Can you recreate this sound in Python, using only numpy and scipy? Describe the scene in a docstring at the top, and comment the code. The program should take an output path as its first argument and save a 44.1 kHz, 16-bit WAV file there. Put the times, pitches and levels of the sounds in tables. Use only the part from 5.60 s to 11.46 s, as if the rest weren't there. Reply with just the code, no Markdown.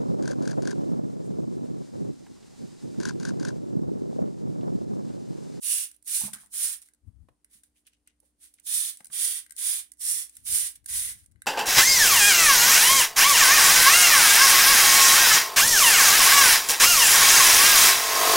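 """A plastic trigger bottle mists house plants near a hand-held phone in a small quiet room.
Each squeeze is coloured noise that swells and sags with pump pressure, peaked where a leaf resonates.
Clicks are noise snaps over damped modes; fizzing and sputtering noise follows pump flow and spits.
Leaves knock (noise humps), low thuds ring as damped modes, the bottle creaks, air puffs mostly at the left port.
Room tone and hum lie beneath, and both microphone ports ring near 9 kHz."""
import sys
import numpy as np
from scipy import signal
from scipy.fft import rfft, irfft, next_fast_len
from scipy.io import wavfile
from scipy.ndimage import map_coordinates

SR = 44100
rng = np.random.default_rng(int(sys.argv[2]) if len(sys.argv) > 2 else 0)


def log_audio(samples):
    """Write samples as a 16-bit WAV file to the path given in sys.argv[1]."""
    # one column per channel
    frames = np.atleast_2d(samples).T
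    # limit to full scale, then quantise
    limited = np.clip(frames, -1, 1)
    pcm = np.round(limited * 32767).astype(np.int16)
    wavfile.write(sys.argv[1], SR, pcm)


N = 258426

# Faint noise of the room. Each row: frequency in Hz, relative level in dB.
ROOM_TONE_COLOUR = [(25, -23), (60, 0.5), (110, -16.5), (250, -12.5), (420, -18.5), (900, -26),
                    (2500, -32.5), (5000, -33), (9000, -37.5), (16000, -46)]
# Hum of an appliance. Each row: frequency in Hz, rms level in dB.
HUM_TONES = [(59.7, -84), (236, -91), (296.5, -85.5)]
# Squeezes of the trigger. Each row: start of full flow in seconds, time to peak pressure in seconds,
# length in seconds, relative level in dB, coarse drops in dB, left-right difference in dB before the lean,
# then the resonance of the leaf under the spray: frequency in Hz, width in Hz, height in dB.
SQUEEZES = [ (0.033, 0.083, 0.21, -25.5, -9.5, -2, 2790, 570, 8.5),
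            (0.476, .084, 0.19, -26.5, -8, -2, 2830, 700, 4),
            (0.937, 0.099, 0.2, -27, -5.5, -1.4, 1950, 910, -0.5),
            (3.07, 0.088, 0.23, -26, -7.5, -2, 3450, 925, 6.5),
            (3.532, 0.11, 0.25, -27, -5, -1.9, 3240, 1100, 5),
            (3.985, 0.11, 0.21, -26.5, -5, -2.1, 3500, 800, 4),
            (4.414, 0.085, 0.21, -26, -8, -1.7, 5430, 820, 2),
            (4.866, 0.087, 0.21, -24.5, -6.5, -1.6, 3400, 1800, 1.5),
            (5.289, 0.072, 0.22, -27.5, -6.5, 1.2, 1900, 950, 4.5), ]
# Spectrum of the droplets. Each row: frequency in Hz, relative level in dB.
MIST_COLOUR = [(200, -44.5), (450, -33.5), (800, -15), (1300, -7), (2000, 1), (2600, -1.5), (3300, 2.5),
               (4400, 0.5), (5800, 1), (6800, 0.5), (9300, 2), (12000, -2), (14000, -0.5), (16000, -2)]
# Trigger and valve clicks. Each row: start in seconds, relative level in dB, share of the body in dB,
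# left-right difference in dB before a common offset and the lean.
CLICKS = [(0.3135, -31, -31, -1), (0.363, -45.5, -40, -14), (0.425, -42, -30, -12.5),
          (0.7317, -28.5, -19, 15), (0.7855, -46, -4, 4), (0.8598, -41.5, -27, 9.5), (1.2168, -31, -45, -5),
          (1.286, -40.5, -15, -2), (1.8451, -39.5, -17, -3), (2.034, -39, -24, 5.5),
          (2.2712, -47, -18, -15), (2.332, -55, -17, -2), (2.4736, -36.5, -18.5, 1),
          (2.601, -46.5, -47, -13.5), (2.9388, -36, -42, -7.5), (2.9872, -57.5, 2, 3),
          (2.9972, -39, -42, -14), (3.371, -27.5, -39, -3), (3.4055, -43, -9, 1), (3.445, -25.5, -34, -2),
          (3.455, -29.5, -26, -6), (3.468, -30, -38, 6), (3.8626, -36.5, -14, -1), (3.895, -40, -18, 5),
          (3.907, -25.5, -26.5, 5.5), (3.921, -29.5, -19, -12), (3.964, -25.5, -37, 6),
          (4.3178, -27, -30, -9), (4.335, -41, -36, -5), (4.6944, -31, -46.5, 8), (4.7524, -39, -39.5, -17),
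          (4.7674, -24.5, -32, -2), (5.153, -38, -35, 1), (5.2594, -18, -29, -3.5),
          (5.6415, -49.5, -15, 6.5), (5.66, -37.5, -30, -4), (5.758, -60.5, 3, -5),
          (5.8189, -27.5, -13, -5.5)]
# Spectrum of a click's snap. Each row: frequency in Hz, relative level in dB.
SNAP_COLOUR = [(300, -43), (1100, -21), (1700, -9.5), (5000, 0.5), (9000, 6), (12000, 1), (16000, -0.5)]
# Modes of the spray head. Each row: mean frequency in Hz, mean relative level in dB, t60 in seconds.
SPRAY_HEAD_MODES = [(1570, -2.5, 0.019), (2050, 1.5, 0.015), (2930, -15.5, 0.022), (3980, -8, .012)]
# The pump refilling and weak half strokes. Each row: start in seconds, length in seconds, relative level in dB.
PUMP_STROKES = [(0.333, 0.031, -59.5), (0.773, 0.078, -50), (1.243, 0.041, -57), (1.91, 0.078, -53.5),
                (2.153, 0.056, -67), (2.622, 0.083, -69), (2.808, 0.074, -49), (2.937, 0.032, -65),
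                (3.355, 0.081, -57), (4.707, 0.13, -55), (5.548, 0.095, -54.5)]
# Spits of water left in the nozzle. Each row: start in seconds, relative level in dB, t60 in seconds.
SPITS = [(0.734, -35, 0.11), (1.222, -48, 0.068), (2.036, -63.5, 0.19), (2.266, -55, 0.091),
         (5.155, -46, 0.066), (5.263, -50, 0.034)]
# Soft knocks of leaves and bottle. Each row: start in seconds, relative level in dB, pitch in Hz, t60 in seconds.
KNOCKS = [(.612, -42.5, 920, 0.14), (0.637, -42, 1020, 0.16), (0.678, -39.5, 880, 0.093),
          (0.737, -44, 1520, 0.26), (0.83, -52, 913, 0.11), (1.685, -45, 650, 0.039),
          (2.627, -55, 520, 0.072), (3.404, -35.5, 710, 0.024), (3.5, -46, 1290, .04)]
# Low thuds at the phone, from bumps or puffs of air. Each row: start in seconds, relative level in dB.
THUDS = [(0.618, -50), (0.636, -37), (0.651, -34), (0.734, -52), (0.762, -55), (0.803, -58), (1.479, -58),
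         (1.586, -59.5), (1.643, -60.5), (1.953, -63), (3.406, -57), (3.499, -59)]
# Modes of the low thuds. Each row: mean frequency in Hz, mean relative level in dB, t60 in seconds.
THUD_MODES = [(69.5, -17, 0.045), (157.6, -1, 0.088), (207.6, 2, 0.092)]
# Air drifting over the ports, one curve per draught. Each row of a curve: time in seconds, relative level in dB.
DRAUGHTS = [
    [(1.4, -101.5), (1.46, -52.5), (1.48, -48), (1.53, -66.5), (1.556, -56.5), (1.694, -59), (1.746, -90),
     (1.78, -86)],
    [(4.76, -73), (4.9, -53), (5.02, -61), (5.078, -77), (5.29, -61.5), (5.304, -54), (5.414, -57),
     (5.448, -62), (5.528, -50.5), (5.546, -57.5), (5.662, -68), (5.758, -60.5), (5.832, -75.5),
     (5.86, -63)],
]
# Spectrum of the moving air. Each row: frequency in Hz, relative level in dB.
PUFF_COLOUR = [(25, -17), (60, 8.5), (100, 4), (160, -10), (260, -11), (450, -39.5), (1200, -42.5),
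               (4000, -58)]
# The plastic bottle creaks in the grip. Each row: time of the peak in seconds, relative level in dB.
CREAKS = [(2.164, -69.5), (2.273, -60.5), (2.334, -67.5), (2.481, -64.5), (2.989, -64.5)]
# Spectrum of the creaks. Each row: frequency in Hz, relative level in dB.
CREAK_COLOUR = [(700, -49), (1400, -13.5), (1800, -6.5), (2900, 4.5), (4000, -6), (6000, -6.5),
                (12000, -25)]
# Likeness of the two channels of a noise. Each row: frequency in Hz, correlation from 0 to 1.
LIKENESS = [(200, .8), (1000, 0.26), (2500, 0.17), (6000, 0.17), (12000, 0.22)]
# Stereo lean of the bottle. Each row: frequency in Hz, left-right difference in dB.
BOTTLE_LEAN = [(500, -1.5), (2000, 4), (3500, 1), (5000, -0.5), (7000, -2.5), (9300, -3.5), (12000, -6.5),
               (16000, -3)]
# Decay of the reverberation. Each row: frequency in Hz, t60 in seconds.
WALL_DECAY = [(200, 0.44), (2000, 0.26), (9000, 0.11), (16000, 0.083)]
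# Resonances of the left, then the right port. Each row: frequency in Hz, width in Hz, height in dB.
PORT_RESONANCES = [(9140, 2000, 13), (9470, 1260, 15)]

OPEN_DB_PER_S, CLOSE_DB_PER_S = 931, 360  # how fast the valve opens, and how fast the flow dies
SWELL_DB, SAG_DB = 10.5, 9.5  # pressure builds up to its peak, then sags as the piston runs out
COARSE_START_DB, COARSE_END_DB = 3, 3.5  # low pressure makes bigger drops at both ends of a stroke
FIRST_DROPS_S, FIRST_DROPS_DB = 0.031, -12.5  # while the valve opens, only the finest mist gets through
LAST_DROPS_S, LAST_DROPS_DB = 0.24, 5.5  # the dying flow is the coarsest
TICK_DB, TICK_SPREAD_DB, TICK_BODY_DB = -46.5, 3.5, -25  # ticks of the returning spring, as relative levels
RETURN_FROM_S, RETURN_TO_S = 0.16, 0.22  # when the ticks fall, after the end of a squeeze
CREAK_RISE_DB_PER_S, CREAK_FALL_DB_PER_S = 1200.5, 501.5
PORT_LAG_S = 0.00018  # the bottle's sound reaches the left port later
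TOP_HZ = 15850  # band limit


def amp(db):
    """Definition of the decibel: twenty decibels are a tenfold amplitude."""
    return 10 ** (np.asarray(db) / 20)


def unit(x):
    """Normalisation by mean power: x at rms 1."""
    return x / np.sqrt(np.mean(x ** 2) + 1e-20)


def along(points, hz):
    """Logarithmic frequency scale: (Hz, value) points interpolated on a log axis."""
    f, v = np.transpose(points)
    return np.interp(np.log(hz + 1), np.log(f + 1), v)


def curve(rows, outside=-140):
    """Level envelope: (seconds, dB) points joined by straight lines, per sample."""
    s, db = np.transpose(rows)
    return np.interp(np.arange(N) / SR, s, db, left=outside, right=outside)


def wobble(rate):
    """Band-limited fluctuation: a smooth curve through random knots, rate of them a second."""
    knots = rng.standard_normal(int(N * rate / SR) + 4)
    return map_coordinates(knots, [np.arange(N) * rate / SR])


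def filtered(x, response):
    """Linear filtering: the spectrum of x times a response of frequency."""
    n = x.shape[-1]
    m = next_fast_len(n + SR // 10)
    spectrum = rfft(x, m)
    return irfft(spectrum * response(np.fft.rfftfreq(m, 1 / SR)), m)[..., :n]


def noise(colour, size=N):
    """Partial coherence: coloured noise of rms 1, its channels more alike in the bass than the treble."""
    def mid_side(hz):
        angle = np.arccos(np.clip(along(LIKENESS, hz), -1, 1)) / 2
        return amp(along(colour, hz)) * [np.cos(angle), np.sin(angle)]

    mid, side = filtered(rng.standard_normal((2, size)), mid_side)
    return unit(np.array([mid + side, mid - side]))


def add(track, s, sound):
    """Superposition: a sound is mixed into the track at time s."""
    part = track[:, max(round(s * SR), 0):][:, :sound.shape[-1]]
    part += sound[..., :part.shape[-1]]


def resonance(f, hz, width_hz, db):
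    """Damped second-order resonance: a causal peak on a flat response."""
    damping = 1j * f * width_hz
    return 1 + (amp(db) - 1) * damping / (hz * hz - f * f + damping)


def spread(pan_db):
    """Interchannel level difference, shared equally between left and right gains."""
    return amp(pan_db * np.array([[.5], [-.5]]))


def ring(modes, t):
    """Modal decay: damped sines, excited at new strengths and slightly new pitches."""
    total = 0
    for hz, db, t60 in modes:
        decay = amp(db + rng.normal(0, 2.5) - 60 * t / t60)
        total = total + decay * np.sin(2 * np.pi * hz * rng.normal(1, .03) * t)
    return total


def room(x):
    """Reverberation: a short diffuse tail from walls and window, treble dying first."""
    hz, t, z = signal.stft(rng.standard_normal((2, SR // 3)), SR, nperseg=256)
    decay = amp(-60 * t / along(WALL_DECAY, hz)[:, None])
    tail = signal.istft(z * decay, SR, nperseg=256)[1]
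    return signal.fftconvolve(x, tail / np.linalg.norm(tail[0]), axes=1)[:, :N]


def background(floor_db=-79.5):
    """Stationary noise and tones: faint room tone with the hum of an appliance, its phase drifting."""
    t = np.arange(N) / SR
    hum = 0
    for hz, db in HUM_TONES:
        phase = 2 * np.pi * hz * t + 0.63 * wobble(1.4)
        hum = hum + amp(db) * np.sqrt(2) * np.sin(phase)
    return hum + amp(floor_db) * noise(ROOM_TONE_COLOUR)


def stroke(t, peak_s, length_s):
    """Pressure-driven flow, in dB: the valve opens, pressure swells and sags, the flow dies."""
    pressure = np.interp(t, [0, peak_s, length_s], [-SWELL_DB, 0, -SAG_DB])
    opening = OPEN_DB_PER_S * np.minimum(t, 0)
    closing = CLOSE_DB_PER_S * np.maximum(t - length_s, 0)
    return pressure + opening - closing


def leaves(x, echo=0.2, reach_s=0.005, count=6):
    """Comb interference: weak copies from near leaves, different at each port, ripple the spectrum."""
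    out = x.copy()
    for side, lags in enumerate(rng.uniform(.1, 1, (2, count))):
        for lag in lags:
            out[side] += echo * rng.choice([-1, 1]) * np.roll(x[side], round(lag * reach_s * SR))
    return unit(out)


def jet(flutter_db=0.5, surge_db=-0.48, drop_db=1.02, level_db=-4.0):
    """Atomisation: the nozzle tears water into droplets; every squeeze is aimed at another leaf."""
    out, clock = np.zeros((2, N)), np.arange(N) / SR
    # the sheet of water surges, flutters and bursts into single drops
    tearing_db = surge_db * wobble(66) + flutter_db * wobble(600) + drop_db * wobble(4000)
    tearing = unit(amp(tearing_db))
    for s, peak_s, length_s, db, coarse_db, pan_db, leaf_hz, width_hz, leaf_db in SQUEEZES:
        live = (clock > s - .06) & (clock < s + .45)
        t = clock[live] - s
        mist = leaves(noise(MIST_COLOUR, size=len(t))) * tearing[live]
        mist = filtered(mist, lambda hz: resonance(hz, leaf_hz, width_hz, leaf_db))
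        # coarser drops fill out the low middle
        coarse = filtered(mist, lambda hz: 1 / (1 + (hz / 4300) ** 6))
        drop_times = [-FIRST_DROPS_S, 0, peak_s, length_s, length_s + LAST_DROPS_S]
        drop_levels = [FIRST_DROPS_DB, COARSE_START_DB, 0, COARSE_END_DB, LAST_DROPS_DB]
        share = amp(coarse_db + np.interp(t, drop_times, drop_levels))
        flow = amp(db + level_db + stroke(t, peak_s, length_s))
        out[:, live] += flow * spread(pan_db) * (mist + coarse * (share - 1))
    return out


def spring_ticks(count=2):
    """Spring recoil: faint ticks at random times after each squeeze, as rows like those of CLICKS."""
    rows = []
    for s, _, length_s, *_ in SQUEEZES:
        for when, force in rng.random((count, 2)):
            tick_s = s + length_s + RETURN_FROM_S + when * (RETURN_TO_S - RETURN_FROM_S)
            rows.append((tick_s, TICK_DB + TICK_SPREAD_DB * (2 * force - 1), TICK_BODY_DB, 0))
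    return rows


def trigger(snap_t60=0.016, rise_s=0.0014, swell_s=0.0011, snap_db=-12.0, body_db=1, usual_pan_db=-4):
    """Impact excitation: each click is a short snap; the plastic spray head takes a moment to ring up."""
    out, t = np.zeros((2, N)), np.arange(SR // 12) / SR
    for s, db, low_db, pan_db in CLICKS + spring_ticks():
        snap_envelope = amp(snap_db - 60 * t / snap_t60) * (1 - np.exp(-t / rise_s))
        snap = snap_envelope * noise(SNAP_COLOUR, size=len(t))
        ringing = np.array([ring(SPRAY_HEAD_MODES, t), ring(SPRAY_HEAD_MODES, t)])
        body = amp(body_db + low_db) * (1 - np.exp(-(t / swell_s) ** 2)) * ringing
        add(out, s, amp(db) * spread(pan_db - usual_pan_db) * (snap + body))
    return out


def pump(fizz_db=1.4, suck_db=-7, peak_share=0.43, spit_db=-4, spit_rise_s=0.00079, sputter_db=2):
    """Turbulent valve flow: water fizzes through the valve as the pump refills, and the nozzle sputters."""
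    clock = np.arange(N) / SR
    flow = 0
    for s, length_s, db in PUMP_STROKES:
        flow = flow + amp(db + suck_db + stroke(clock - s, peak_share * length_s, length_s))
    spits, t = np.zeros((2, N)), np.arange(SR // 8) / SR
    for s, db, t60 in SPITS:
        add(spits, s, amp(db + spit_db - 60 * t / t60) * (1 - np.exp(-t / spit_rise_s)))
    fizz = unit(noise(MIST_COLOUR) * amp(fizz_db * wobble(780)))
    sputter = unit(noise(MIST_COLOUR) * amp(sputter_db * wobble(500)))
    return flow * fizz + spits * sputter


def soft_onset(t, soft_s=0.0014):
    """Finite rise time: a soft excitation takes a moment to reach full strength."""
    return 1 - np.exp(-t / soft_s)


def knocks(level_db=-7, narrow_t60=0.073):
    """Heavy damping: leaves knock against bottle and phone with a broad hump instead of a note."""
    out, t = np.zeros((2, N)), np.arange(SR // 6) / SR
    for s, db, hz, t60 in KNOCKS:
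        hump = [(hz * 0.3, -22), (hz * 0.79, -7), (hz, 0), (hz * 1.41, -11), (hz * 4, -33), (hz * 12, -70)]
        # below narrow_t60, the shorter the knock, the broader its hump
        hump = [(f, level * min(t60 / narrow_t60, 1)) for f, level in hump]
        envelope = amp(db + level_db - 60 * t / t60) * soft_onset(t)
        add(out, s, envelope * noise(hump, size=len(t)))
    return out


def thuds(level_db=-5):
    """Modal response to a soft push: bumps or puffs of air at the phone give a short low ring."""
    out, t = np.zeros((2, N)), np.arange(SR // 6) / SR
    for s, db in THUDS:
        add(out, s, amp(db + level_db) * soft_onset(t) * ring(THUD_MODES, t))
    return out


def draught(lump_db=3.0, left_db=5.5, right_db=-14):
    """Turbulent pressure at an opening: eddies rumble in the left port, far weaker in the right."""
    air = sum(amp(curve(rows)) for rows in DRAUGHTS)
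    eddies = unit(noise(PUFF_COLOUR) * amp(lump_db * wobble(35)))
    return air * eddies * amp([[left_db], [right_db]])


def creaks(level_db=-1, grain_db=5):
    """Strain release: the gripped plastic creaks in grainy noise that rises and falls exponentially."""
    clock = np.arange(N) / SR
    strain = 0
    for s, db in CREAKS:
        slope_db = np.minimum(CREAK_RISE_DB_PER_S * (clock - s), CREAK_FALL_DB_PER_S * (s - clock))
        strain = strain + amp(db + slope_db)
    return amp(level_db) * strain * unit(noise(CREAK_COLOUR) * amp(grain_db * wobble(350)))


def toward_right_port(hz):
    """Interchannel level and time differences: the bottle faces the right port and lags at the left."""
    lag = np.exp(np.pi * hz * PORT_LAG_S * np.array([[-1j], [1j]]))
    return spread(along(BOTTLE_LEAN, hz)) * lag


def scene():
    """Superposition of direct and reverberant sound: bottle, knocks, thuds, creaks, draughts, background."""
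    mist, clicks = jet() + pump(), trigger()
    bottle = mist + clicks + room(amp(-12.0) * mist + amp(-10.5) * clicks)
    bottle = filtered(bottle, toward_right_port)
    handling = knocks() + thuds() + creaks()
    return bottle + handling + amp(-13.5) * room(handling) + draught() + background()


def record(dry):
    """Cavity resonance: each microphone port has one treble peak; a steep band limit cuts the top."""
    def response(hz):
        ports = np.array([resonance(hz, *row) for row in PORT_RESONANCES])
        return ports / (1 + (hz / TOP_HZ) ** 200)

    return filtered(dry, response)


dry = scene()
out = record(dry)
log_audio(out)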